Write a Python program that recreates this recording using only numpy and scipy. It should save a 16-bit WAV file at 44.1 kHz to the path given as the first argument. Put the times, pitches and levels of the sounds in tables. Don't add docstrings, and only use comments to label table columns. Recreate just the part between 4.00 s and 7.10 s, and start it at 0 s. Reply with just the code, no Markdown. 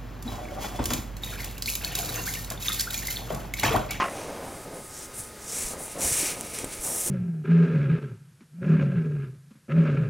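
import sys
import numpy as np
from scipy import signal
from scipy.fft import rfft, irfft
from scipy.io import wavfile
from scipy.ndimage import uniform_filter1d

SR = 44100
rng = np.random.default_rng(int(sys.argv[2]) if len(sys.argv) > 2 else 0)


def log_audio(samples):
    frames = np.atleast_2d(samples).T
    limited = np.clip(frames, -1, 1)
    pcm = np.round(limited * 32767).astype(np.int16)
    wavfile.write(sys.argv[1], SR, pcm)


N = 136710
T = np.arange(N) / SR
SNAGS_PER_S = 7000


def amp(db):
    return 10 ** (np.asarray(db) / 20)


def unit(x):
    return x / np.sqrt(np.mean(x ** 2))


def colour(x, points):
    hz, db = np.array(points, float).T
    size = 2 * N
    f = np.maximum(np.fft.rfftfreq(size, 1 / SR), 1)
    gain = unit(amp(np.interp(np.log(f), np.log(hz), db)))
    cepstrum = irfft(np.log(gain))
    cepstrum[1:N] *= 2
    cepstrum[N + 1:] = 0
    response = np.exp(rfft(cepstrum))
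    return irfft(rfft(x, size) * response)[:N]


def walk(rate_hz):
    hold = max(int(SR / rate_hz), 2)
    steps = rng.standard_normal(N)[np.arange(N) // hold]
    return unit(uniform_filter1d(steps, hold))


def stroke(start_s, end_s, attack_s, release_s):
    rise = (T - start_s) / attack_s
    fall = (end_s - T) / release_s
    ramp = np.clip(np.minimum(rise, fall), 0, 1)
    return np.sin(ramp * np.pi / 2) ** 1.2


def snags(rate_hz, spread_db):
    size = amp(spread_db * np.minimum(rng.exponential(size=N), 5))
    slips = rng.random(N) < rate_hz / SR
    return unit(slips * size * rng.choice([-1, 1], N))


def burst(time_s, decay_s):
    age = np.maximum(T - time_s, 0)
    return (T >= time_s) * np.exp(-age / decay_s) * rng.choice([-1, 1], N)


def room_tone():
    # freq_hz, relative_db
    air_spectrum = [(25, -1.5), (60, 2.5), (130, -0.5), (250, -2.5), (400, -1.5), (530, -1.5), (720, -6),
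                    (1100, -9.5), (1600, -9), (2100, -11.5), (3000, -17), (5000, -16), (7500, -14.5),
                    (9300, -12.5), (11500, -18), (15500, -23)]
    # freq_hz, level_db
    whine_partials = [(388, -61), (861, -60.5), (1249, -57.5), (2110, -65.5), (3747, -68), (4613, -68.5),
                      (5001, -66.5), (6250, -66)]
    air_db, sway_db = -44.5, 1.1
    air = colour(rng.standard_normal(N), air_spectrum) * amp(air_db + sway_db * walk(6.65))
    whine = 0
    for hz, db in whine_partials:
        cycles = np.cumsum(hz + 3 * walk(24.95)) / SR
        whine = whine + amp(db) * np.sqrt(2) * np.sin(2 * np.pi * cycles)
    return air + whine


def folds():
    # start_s, end_s, attack_s, release_s, level_db, centre_hz
    fold_moves = [(0., 0.756, 0.025, 0.52, -37, 567), (0.61, 0.882, 0.088, 0.16, -40.5, 443),
                  (1.506, 1.73, 0.07, .05, -46, 486), (1.691, 1.956, 0.032, 0.2, -41, 530),
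                  (1.94, 2.161, 0.038, 0.15, -35, 495), (2.125, 2.554, 0.053, 0.19, -41, 462),
                  (2.496, 2.737, 0.054, 0.084, -43, 430), (2.806, 3.062, 0.071, 0.15, -39, 500),
                  (3.022, 3.15, 0.084, .03, -38, 406)]
    # multiple_of_centre, relative_db
    fold_shape = [(.06, -8.5), (.25, -3.5), (.5, -1), (.7, -2.5), (1, 2), (1.5, -4), (2.4, -12.5),
                  (6, -23.5), (24, -48)]
    out = 0
    for start, end, attack, release, db, hz in fold_moves:
        lumpy = amp(db + 0.72 * walk(45))
        drag = snags(2500, spread_db=2.5) * stroke(start, end, attack, release) * lumpy
        out = out + colour(drag, [(hz * ratio, level) for ratio, level in fold_shape])
    return out


def fingers():
    # start_s, end_s, attack_s, release_s, hiss_db, rasp_db
    finger_strokes = [(0., 0.375, .05, 0.22, -49, -51), (.12, 0.46, .06, 0.29, -64, -51.5),
                      (0.404, 0.658, 0.071, .015, -50.5, -62), (0.707, 0.917, 0.079, 0.039, -47, -68),
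                      (1.127, 1.332, 0.025, 0.14, -42, -57), (1.163, 1.214, 0.044, .01, -39, -62),
                      (1.77, 1.874, 0.049, 0.027, -38, -56), (1.858, 2.022, 0.017, 0.12, -43, -49),
                      (2.098, 2.358, 0.12, 0.053, -35, -35.5), (2.335, 2.57, 0.012, 0.058, -43, -47),
                      (2.533, 2.68, .015, 0.11, -39, -41), (2.649, 2.84, 0.033, 0.031, -43, -47),
                      (2.715, 2.753, 0.024, 0.031, -47, -45.5)]
    # freq_hz, relative_db
    graze_spectrum = [(2500, -23.5), (5000, -12), (5900, -7.5), (7500, 0.5), (9000, 4), (10200, 4),
                      (11000, -5), (13000, -7.5), (15500, -13)]
    # freq_hz, relative_db
    gather_spectrum = [(500, -11), (1200, -9.5), (1900, -8.5), (2200, 0.5), (2550, -2), (3000, -7),
                       (4000, -7.5), (4900, -9), (5700, -2.5), (6400, -4.5), (9000, -22.5)]
    uneven = amp(1.0 * walk(60))
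    out = 0
    for column, spectrum in enumerate((graze_spectrum, gather_spectrum)):
        speed = sum(stroke(*row[:4]) * amp(row[4 + column]) for row in finger_strokes)
        friction = snags(SNAGS_PER_S, spread_db=2.0) * speed * uneven
        out = out + colour(friction, spectrum)
    return out


def scissors():
    # time_s, level_db, hardness_hz (low-pass corner)
    contacts = [(.0005, 3.5, 1500), (.005, 0.5, 4000), (0.0144, -2, 3500), (0.0203, 2.5, 1390),
                (0.027, -3.5, 2500), (0.04, -2.5, 1800), (.043, -12, 2800), (0.05, -3.5, 1400),
                (0.059, -11, 3000), (0.082, -8.5, 1500)]
    # freq_hz, relative_db, t60_s
    metal_modes = [(550, -11.5, 0.28), (690, -15, 0.19), (910, -11.5, 0.16), (1074, 1.5, 0.16),
                   (1114, -2.5, 0.092), (1258, -0.5, 0.093), (1403, -5, .10), (1835, -22, 0.072),
                   (1995, -3, 0.14), (2440, -9, 0.044), (2680, -20, 0.06)]
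    # freq_hz, relative_db
    crack_spectrum = [(100, -11), (500, -2), (1100, 1), (2700, 2.5), (3700, -12.5), (6500, -9),
                      (12000, -47)]
    ring_db, crack_db, crack_decay_s = -28, -21.5, .007
    out = 0
    for time, db, hard_hz in contacts:
        age = np.maximum(T - time, 0)
        ring = 0
        for hz, level, t60 in metal_modes:
            detuned_hz = hz * (1 + 0.0084 * rng.standard_normal())
            mode = amp(level - 60 * age / t60) * np.sin(2 * np.pi * detuned_hz * age)
            ring = ring + mode * rng.choice([-1, 1])
        crack = colour(burst(time, crack_decay_s), crack_spectrum)
        hit = amp(ring_db) * ring + amp(crack_db) * crack
        out = out + amp(db) * signal.lfilter(*signal.butter(1, hard_hz, fs=SR), hit)
    return out


def ticks():
    # time_s, energy_db, decay_s
    releases = [(0.098, -18, .0005), (.897, -22, .00003), (1.881, -19, .0007), (2.015, -18, .00003),
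                (2.4101, -6, .00002), (2.5883, -9, 0.00004), (2.644, -5.5, 0.0042), (2.738, -15.5, 0.0018)]
    # freq_hz, relative_db
    snap_spectrum = [(500, -15), (2500, -8), (5000, -18), (7000, -4), (8700, 0.5), (10000, -5),
                     (12000, -13), (15500, -23)]
    out = 0
    for time, db, decay in releases:
        snap = burst(time, decay)
        out = out + amp(db) * snap / np.sqrt(np.sum(snap ** 2))
    return colour(out, snap_spectrum)


def slides():
    # start_s, end_s, attack_s, release_s, level_db
    slow_moves = [(0.874, 1.081, 0.11, .04, -41.5), (1.377, 1.52, .09, 0.031, -43.5),
                  (1.463, 1.63, 0.077, 0.056, -35)]
    # freq_hz, relative_db
    slack_spectrum = [(2500, -12.5), (4600, -11), (5600, -0.5), (6400, -0.5), (7800, 0.5), (9500, -0.5),
                      (11000, -8.5), (13000, -11), (15500, -18)]
    speed = sum(stroke(*row[:4]) * amp(row[4]) for row in slow_moves)
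    return colour(snags(2 * SNAGS_PER_S, spread_db=3.0) * speed, slack_spectrum)


def bumps():
    # time_s, level_db, pitch_hz, t60_s
    swings = [(1.199, -27, 109, 0.028), (1.645, -28.5, 30.4, 0.11), (1.880, -33.5, 806, 0.011),
              (2.048, -26.5, 66, 0.075), (2.116, -24.5, 108, 0.039), (2.23, -27.5, 320, 0.023),
              (2.6425, -9.5, 410, 0.0049), (2.656, -30, 50, 0.052), (2.794, -30, 34.5, 0.076)]
    out = 0
    for time, db, hz, t60 in swings:
        age = np.maximum(T - time, 0)
        onset = 2 * (1 - np.exp(-2 * age * hz))
        out = out + amp(db - 60 * age / t60) * np.sin(2 * np.pi * hz * age) * onset
    return out


def thread():
    # start_s, end_s, attack_s, release_s, hiss_db, rasp_db, sizzle_db
    thread_pulls = [(1.498, 1.757, 0.06, 0.059, -34.5, -45.5, -45),
                    (1.976, 2.351, 0.074, 0.17, -27.5, -40, -37),
                    (2.794, 3.133, 0.072, 0.08, -32.5, -52, -33.5)]
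    # freq_hz, relative_db
    hiss_spectrum = [(2500, -16), (4800, -15.5), (5650, -1.5), (6400, -1.5), (7100, 0.5), (7900, 2.5),
                     (8600, 1), (9700, 2.5), (10900, -6), (13000, -11), (15500, -16)]
    # freq_hz, relative_db
    rasp_spectrum = [(300, -11.5), (1000, -8), (1600, -3), (2300, 3.5), (3200, -4), (4300, 0.5), (5600, -3),
                     (8000, -30)]
    # freq_hz, relative_db
    sizzle_spectrum = [(5500, -12), (7500, -5), (9000, 7), (10200, 5), (11500, 0), (13300, -1), (15500, -9)]
    uneven = amp(1.0 * walk(29.75) + 0.97 * walk(350))
    out = 0
    for column, spectrum in enumerate((hiss_spectrum, rasp_spectrum, sizzle_spectrum)):
        speed = sum(stroke(*row[:4]) * amp(row[4 + column]) for row in thread_pulls)
        friction = snags(2 * SNAGS_PER_S, spread_db=2) * speed * uneven
        out = out + colour(friction, spectrum)
    return out


def room_echo(near):
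    echo_db, t60_s = -14, .4
    tail = rng.standard_normal(N) * amp(-60 * T / t60_s) * (T > .003)
    tail = tail / np.sqrt(np.sum(tail ** 2))
    return amp(echo_db) * signal.fftconvolve(near, tail)[:N]


def side_noise():
    # freq_hz, relative_db
    side_spectrum = [(30, 0), (150, 4), (450, 3), (800, -2), (1500, -16), (4000, -7.5), (9000, -33),
                     (15000, -10.5)]
    return amp(-64.5) * colour(rng.standard_normal(N), side_spectrum)


def scene():
    near = folds() + fingers() + scissors() + ticks() + slides() + bumps() + thread()
    mid = near + room_echo(near) + room_tone()
    side = side_noise()
    return np.array([mid + side, mid - side])


def record(dry):
    top_cut = signal.ellip(12, .2, 80, 15800, fs=SR, output="sos")
    return signal.sosfilt(top_cut, dry)


dry = scene()
out = record(dry)
log_audio(out)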